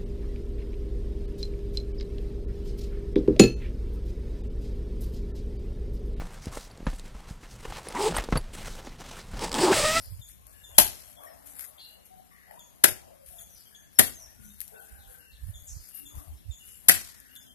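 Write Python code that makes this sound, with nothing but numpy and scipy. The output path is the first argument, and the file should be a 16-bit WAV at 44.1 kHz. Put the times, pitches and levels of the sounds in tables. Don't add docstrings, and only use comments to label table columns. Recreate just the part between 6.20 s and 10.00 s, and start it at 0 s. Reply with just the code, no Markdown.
import sys
import numpy as np
from scipy import signal
from scipy.fft import rfft, irfft
from scipy.io import wavfile
from scipy.ndimage import uniform_filter1d

SR = 44100
rng = np.random.default_rng(int(sys.argv[2]) if len(sys.argv) > 2 else 0)


def volts_from_db(level):
    exponent = np.asarray(level, float) / 20
    return 10 ** exponent


def materialize(psi):
    bounded = np.clip(np.atleast_2d(psi).T, -1, 1)
    quanta = np.round(bounded * 32767).astype(np.int16)
    wavfile.write(sys.argv[1], SR, quanta)


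N = 167580


def level(x, db):
    return x * volts_from_db(db) / np.sqrt(np.mean(x ** 2))


def band(x, hz, width_hz):
    return signal.lfilter(*signal.iirpeak(min(hz, .45 * SR), hz / width_hz, fs=SR), x)


def shade(points, hz):
    points_hz, points_db = np.array(points).T
    return np.interp(np.log(hz), np.log(points_hz), points_db)


def tinted(points):
    hz = np.maximum(np.arange(N // 2 + 1) * SR / N, 1)
    inside = (hz >= points[0][0]) & (hz <= points[-1][0])
    spectrum = rfft(rng.standard_normal(N)) * volts_from_db(shade(points, hz)) * inside
    return level(irfft(spectrum, N), 0)


def walk(rate_hz):
    hold = int(SR / rate_hz)
    steps = np.repeat(rng.standard_normal(N // hold + 1), hold)
    smooth = uniform_filter1d(uniform_filter1d(steps, hold), hold)[:N]
    return smooth / smooth.std()


def body(x, peaks, patchy_db):
    out = np.zeros(N)
    for k, (hz, width_hz, db) in enumerate(peaks):
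        out += (-1) ** k * volts_from_db(db + patchy_db * walk(20)) * band(x, hz, width_hz)
    return out


def add(out, start_s, x):
    i = int(start_s * SR)
    out[i:i + len(x)] += x[:len(out) - i]


# time_s, teeth_hz, buzz_db, hiss_db, rough (0-1), rattle_db
PULLS = [
    [(1.742, 189.7, -49, -57, 0.64, -36.5), (1.765, 255, -31, -41.5, 0.37, -29),
     (1.8, 365, -33, -34, 0.28, -30.5), (1.826, 445, -32, -31.5, 0.19, -30.5),
     (1.843, 425, -23, -30.5, 0.18, -30), (1.852, 449, -31.5, -31.5, 0.2, -31),
     (1.863, 455, -22, -30.5, .15, -32), (1.884, 385, -32.5, -34, .4, -33),
     (1.93, 248, -48, -43.5, 0.8, -42)],
    [(3.192, 155, -56, -43.5, .9, -39), (3.22, 279.3, -38, -30.5, 0.78, -34.5),
     (3.245, 323.5, -45, -32, 0.76, -33.5), (3.28, 261.5, -49, -41, 0.75, -38),
     (3.3, 149.3, -52, -49, 0.77, -45.5), (3.349, 150, -42, -43, 0.42, -32)],
    [(3.35, 198, -44, -35, .6, -36), (3.384, 279.5, -35, -30, 0.63, -28),
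     (3.416, 323.4, -34, -26.5, 0.43, -28), (3.444, 371.6, -24, -24, 0.17, -25.5),
     (3.462, 354.5, -27, -26.5, 0.15, -22), (3.473, 290.6, -32, -28, 0.33, -27),
     (3.488, 309.5, -29, -28, 0.28, -27), (3.51, 374.4, -23, -31.5, .12, -26),
     (3.52, 428, -25.5, -23.5, .3, -24)],
    [(3.5201, 790, -16.5, -24.5, 0.08, -24), (3.532, 758, -9.5, -24, 0.24, -28),
     (3.545, 620.7, -27, -23, 0.41, -27), (3.585, 594, -23.5, -22, 0.23, -34),
     (3.615, 575, -29.5, -23, .2, -37), (3.66, 612, -21, -22.5, .1, -38),
     (3.7, 633.4, -20, -24.5, .08, -38), (3.74, 645, -22, -24.5, .08, -39),
     (3.8, 669, -16, -23.5, .05, -39)],
]
# start_s, peak_db
SNAPS = [(0.2566, -33), (.3185, -45), (0.501, -49), (.575, -43.5), (0.7958, -33), (1.6855, -30),
         (1.724, -32), (1.75, -32.5), (2.039, -29.5), (2.0439, -33), (2.212, -44), (3.1927, -27),
         (3.2935, -28.5), (3.3165, -22), (3.3281, -21.5), (3.3419, -17.5), (3.3494, -21.5)]
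# pitch_hz, width_hz, level_db
CLOTH = [(170, 60, -10.5), (390, 270, -1), (639, 220, -2), (891, 172, -4), (1324, 180, -5), (1880, 210, -7),
         (2760, 130, -11)]
# pitch_hz, width_hz, level_db
SLIDER = [(1900, 1100, -4.5), (3560, 1900, -3), (5040, 1030, 2.5), (6400, 3560, -7.5), (8170, 1420, 1),
          (10900, 12200, -10), (13500, 4200, -9.5)]
# pitch_hz, width_hz, level_db
RATTLE = [(300, 206, -8.5), (570, 270, -5), (880, 173, -0.5), (1184, 294, -8), (1650, 570, -14.5)]
PERIOD_JITTER, DRIFT, SIZE_JITTER_DB, THROB_DB = 0.3013, .008, 3, 2.2
GATE_SHARE, GATE_FLOOR = 0.45, 0.59
SHAKE_DB, PATCHY_DB = -15, 1.5
SNAP_S, SNAP_BODY_S, SNAP_BODY_DB = .002, .00025, -8


def zipper():
    t = np.arange(N) / SR
    buzz, hiss, low, rattle = np.zeros((4, N))
    wobble, sizes = walk(400), walk(150)
    air = rng.standard_normal(N)
    throb = volts_from_db(THROB_DB * walk(70))
    rasp = rng.standard_normal(N)
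    shake = level(band(air, 127, 154), SHAKE_DB)
    drift = walk(35)
    for pull in PULLS:
        time_s, teeth_hz, buzz_db, hiss_db, rough, rattle_db = np.array(pull).T
        on = (t >= time_s[0]) & (t <= time_s[-1])
        hz = np.interp(t, time_s, teeth_hz)
        rough = np.clip(np.interp(t, time_s, rough), 0, 1)
        buzz_gain = volts_from_db(np.interp(t, time_s, buzz_db))
        hiss_gain = volts_from_db(np.interp(t, time_s, hiss_db))
        rattle_gain = volts_from_db(np.interp(t, time_s, rattle_db))

        uneven_hz = hz * np.exp(PERIOD_JITTER * rough * wobble + DRIFT * drift)
        phase = np.cumsum(on * uneven_hz) / SR % 1
        size = on * volts_from_db(SIZE_JITTER_DB * rough * sizes)
        kick_width = .003 * np.minimum(620 / hz, 1.6) ** 6
        kick = np.exp(-np.minimum(phase, 1 - phase) ** 2 / kick_width)
        buzz += size * buzz_gain * throb * (kick - uniform_filter1d(kick, size=400))
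        rattle += size * throb * rattle_gain * (.3 + np.exp(-phase / 0.31)) * rasp
        low += on * hiss_gain * shake
        hiss += size * hiss_gain * (GATE_FLOOR + np.exp(-phase / GATE_SHARE)) * air
    k = np.arange(600) / SR
    for start_s, peak_db in SNAPS:
        add(hiss, start_s, volts_from_db(peak_db) * rng.standard_normal(600) * np.exp(-k / SNAP_S))
        add(buzz, start_s, volts_from_db(peak_db + SNAP_BODY_DB) * np.exp(-k / SNAP_BODY_S))
    cloth = volts_from_db(14.5) * body(buzz, CLOTH, PATCHY_DB)
    teeth = volts_from_db(5) * body(hiss, SLIDER, PATCHY_DB / 2)
    return cloth + teeth + low + volts_from_db(21) * body(rattle, RATTLE, PATCHY_DB)


# middle_s, length_s, pitch_hz, level_db. Most are slider catches; the one at 3.148
# s is the low body of a tap on the wall, before the slider moves.
SCRAPES = [(1.768, 0.018, 934, -31.5), (1.771, .012, 1930, -37), (1.91, .025, 160, -38),
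           (3.148, .014, 250, -39), (1.985, 0.0082, 1900, -30.5), (3.29, .03, 170, -40.5),
           (3.407, 0.028, 170, -33.5), (3.424, 0.024, 5000, -33), (3.48, .018, 880, -21.5),
           (3.531, 0.0095, 1518, -28)]


def scrapes():
    t, air, out = np.arange(N) / SR, rng.standard_normal(N), np.zeros(N)
    for middle_s, length_s, hz, db in SCRAPES:
        narrow = band(band(air, hz, hz / 5), hz, hz / 5)
        out += np.exp(-((t - middle_s) / length_s) ** 2) * level(narrow, db)
    return out


# start_s, peak_db, flap_hz, boom_db
FLAPS = [(.020, -36.5, 197, -33.5), (0.27, -32.5, 103, -38), (0.299, -38, 88, -53), (0.373, -26, 740, -41),
         (.6, -42, 100, -34), (.667, -16.5, 192, -21), (0.73, -34.5, 303, -32.5), (0.95, -40, 235, -33),
         (1.103, -45, 117, -40), (1.231, -39, 364, -45), (1.452, -23.5, 563, -37.5), (1.523, -25, 900, -48),
         (1.670, -31, 448, -51), (1.923, -23, 685, -30), (1.967, -14, 1082, -33), (1.984, -11.5, 840, -26),
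         (2.089, -29, 593, -35), (2.124, -12.5, 199, -18.5), (2.156, -13.5, 164, -35),
         (2.170, -20, 294, -25), (2.48, -29, 590, -35.5), (2.671, -29.5, 300, -43), (3.134, -35, 195, -30)]
FLAP_CYCLES, FLAP_RAG_DB, FLAP_TOP_HZ, BOOM_HZ, BOOM_S = 1.8, 7.5, 2870, 23, 0.045


def flaps():
    out, k = np.zeros(N), np.arange(8000) / SR
    for start_s, peak_db, hz, boom_db in FLAPS:
        fade = np.exp(-k * hz / FLAP_CYCLES)
        puff = rng.standard_normal(8000) * fade
        rag = band(band(puff, hz, 2.5 * hz), FLAP_TOP_HZ / 3, FLAP_TOP_HZ) * np.sqrt(300 / hz)
        kick = np.cos(2 * np.pi * (hz * k) ** .9) * fade * np.minimum(k / .0006, 1)
        boom_turns = BOOM_HZ * k + 1 - np.exp(-2 * k / BOOM_S)
        boom = np.sin(2 * np.pi * boom_turns) * np.exp(-k / BOOM_S)
        add(out, start_s, volts_from_db(peak_db - 2) * (kick + volts_from_db(FLAP_RAG_DB) * rag) + volts_from_db(boom_db) * boom)
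    return out


# start_s, peak_db, push_ms
TAPS = [(0.0198, -26, 0.32), (.269, -24, 0.98), (.279, -26.5, 2), (.372, -22, .25), (.582, -39, 0.36),
        (.605, -31, 0.63), (.629, -31.5, 0.68), (.841, -39, 0.91), (.948, -35, 0.83), (1.109, -29.5, 1.4),
        (1.67, -31, .3), (2.088, -20.5, 0.29), (2.672, -30.5, 0.31)]
REBOUND = 0.45


def taps():
    out = np.zeros(N)
    for start_s, peak_db, push_ms in TAPS:
        x = np.arange(2000) / SR * 1000 / push_ms
        push = np.exp(-(x - 1.5) ** 2)
        rebound = REBOUND * np.exp(-((x - 4.5) / 2.0) ** 2)
        add(out, start_s, volts_from_db(peak_db) * (push - rebound))
    return out


# pitch_hz, level_db, t60_s
TAB = [(4549, -2, .03), (7477, -15, .05), (11090, -1, .042), (15510, -24, .07)]
# start_s, peak_db
JINGLES = [(.184, -60), (.237, -56), (.257, -50), (.515, -59), (.657, -60), (.71, -52), (.759, -52),
           (.843, -58), (1.958, -42), (1.966, -37), (2.174, -29)]
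# start_s, peak_db, pitch_hz
KNOCKS = [(.513, -38.5, 4530), (.517, -48, 10500), (.657, -42, 10000), (1.958, -29, 4550),
          (1.969, -20, 10800), (1.687, -24.5, 9900), (1.959, -26, 8360), (1.963, -27, 8600),
          (1.966, -17.5, 8600), (1.971, -17, 8540), (1.983, -28, 13400), (1.972, -27, 12600),
          (2.173, -25, 9700), (2.178, -24, 9700)]


def tab():
    out, k = np.zeros(N), np.arange(5000) / SR
    for start_s, peak_db in JINGLES:
        for hz, mode_db, t60_s in TAB:
            gain = volts_from_db(peak_db + mode_db + 2 * rng.standard_normal())
            add(out, start_s, gain * np.sin(2 * np.pi * hz * k) * 1000. ** (-k / t60_s))
    for start_s, peak_db, hz in KNOCKS:
        shape = np.exp(-k / 0.0011) * np.minimum(k / 0.0003, 1)
        add(out, start_s, volts_from_db(peak_db) * np.sin(2 * np.pi * hz * k) * shape)
    return out


# start_s, length_s, level_db, tilt_db_per_octave
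SWISHES = [(0, 0.0074, -45, -2), (0.047, 0.13, -53, -1.5), (0.215, 0.069, -49, -0.5),
           (0.322, 0.052, -39.5, 0.5), (0.393, 0.042, -44.5, 4.5), (0.453, 0.26, -65.5, -4.5),
           (0.667, 0.079, -50, 0.5), (0.786, 0.006, -49, 0), (0.843, 0.019, -48.5, -1.5),
           (0.94, 0.11, -54.5, -2.5), (1.077, 0.015, -44, -0.5), (3.032, 0.1, -54, -0.5),
           (1.216, 0.031, -48.5, 0), (1.294, 0.065, -50.5, 2), (1.379, .06, -51, 0),
           (1.437, 0.021, -44.5, -2.5), (1.489, 0.068, -41.5, 0), (1.541, 0.044, -41, -2),
           (1.639, 0.3, -46, -2.5), (1.943, 0.046, -34.5, -3), (2.032, 0.017, -45.5, -3),
           (2.096, 0.074, -47, 0.5), (2.187, 0.18, -56, -2), (2.337, 0.13, -42.5, 0.5),
           (2.44, 0.16, -43.5, 0.5), (2.643, 0.084, -48.5, -1), (2.792, 0.021, -43.5, -1),
           (2.84, 0.096, -45.5, -0.5), (2.955, 0.045, -43.5, 0), (3.121, 0.14, -46, -2)]
# pitch_hz, level_db_per_hz
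SWISH_COLOUR = [(180, -7.5), (700, -6), (3260, -14), (7530, -13.5), (11000, -24), (15800, -70)]
SWISH_RISE_S, SWISH_FALL_S, SWISH_GRAIN_DB, SWISH_DB = .028, .06, 2.5, -6


def swishes():
    coarse = np.arange(0, N, 64)
    t, out, grain = coarse / SR, np.zeros(N), walk(300)
    start_s, length_s, db, tilt_db = np.array(SWISHES).T[:, :, None]
    rise = np.clip((t - start_s) / SWISH_RISE_S + .5, 0, 1)
    fall = np.exp(-np.maximum(t - start_s - length_s, 0) / SWISH_FALL_S * 2)
    shape = (rise * fall) ** 2
    for hz in 180 * 2 ** np.arange(0, 6.6, .5):
        power = (shape * volts_from_db(2 * (db + tilt_db * np.log2(hz / 4000)))).sum(axis=0)
        gain = np.interp(np.arange(N), coarse, np.sqrt(power))
        colour_db = shade(SWISH_COLOUR, hz) + 10 * np.log10(hz / 1000)
        colour_db = colour_db + SWISH_GRAIN_DB * grain + 3.07 * walk(25.11)
        out += gain * volts_from_db(colour_db) * level(band(rng.standard_normal(N), hz, hz / 3.27), 0)
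    return volts_from_db(SWISH_DB) * out


ROOM_T60_S, ROOM_DB = .12, -16


def tent(near):
    k = np.arange(12000) / SR
    tail = rng.standard_normal(12000) * 1000. ** (-k / ROOM_T60_S) * np.minimum(k / 0.0016, 1)
    tail *= volts_from_db(ROOM_DB) / np.sqrt(np.sum(tail ** 2))
    return signal.fftconvolve(near, tail)[:N]


# pitch_hz, level_db_per_hz
RUMBLE = [(8.8, -47), (24, 5.5), (44, -9), (183, -16), (317, -31), (400, -26.5), (520, -29), (880, -120)]
RUMBLE_DB, RUMBLE_WALK_DB = -42, 2.5


def rumble():
    return tinted(RUMBLE) * volts_from_db(RUMBLE_DB + RUMBLE_WALK_DB * walk(13) - 2)


# pitch_hz, level_db_per_hz
FLOOR = [(120, -49), (200, 0.5), (334, -13), (746, -2.5), (2400, -10.5), (7330, -17.5), (13900, -26),
         (15800, -44)]
FLOOR_DB = -58.5


def garage():
    return tinted(FLOOR) * volts_from_db(FLOOR_DB + 0.5 * walk(7.8))


def scene():
    near = zipper() + swishes() + flaps() + taps() + tab()
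    room = tent(near)
    bed = rumble() + garage()
    return np.tile(near + scrapes() + room + bed, (2, 1))


def roll_off(x):
    return signal.sosfilt(signal.butter(12, 16500, fs=SR, output="sos"), x)


def record(dry):
    top_cut = signal.ellip(8, .2, 60, 15850, fs=SR, output="sos")
    return roll_off(signal.sosfilt(top_cut, dry))


dry = scene()
out = record(dry)
materialize(out)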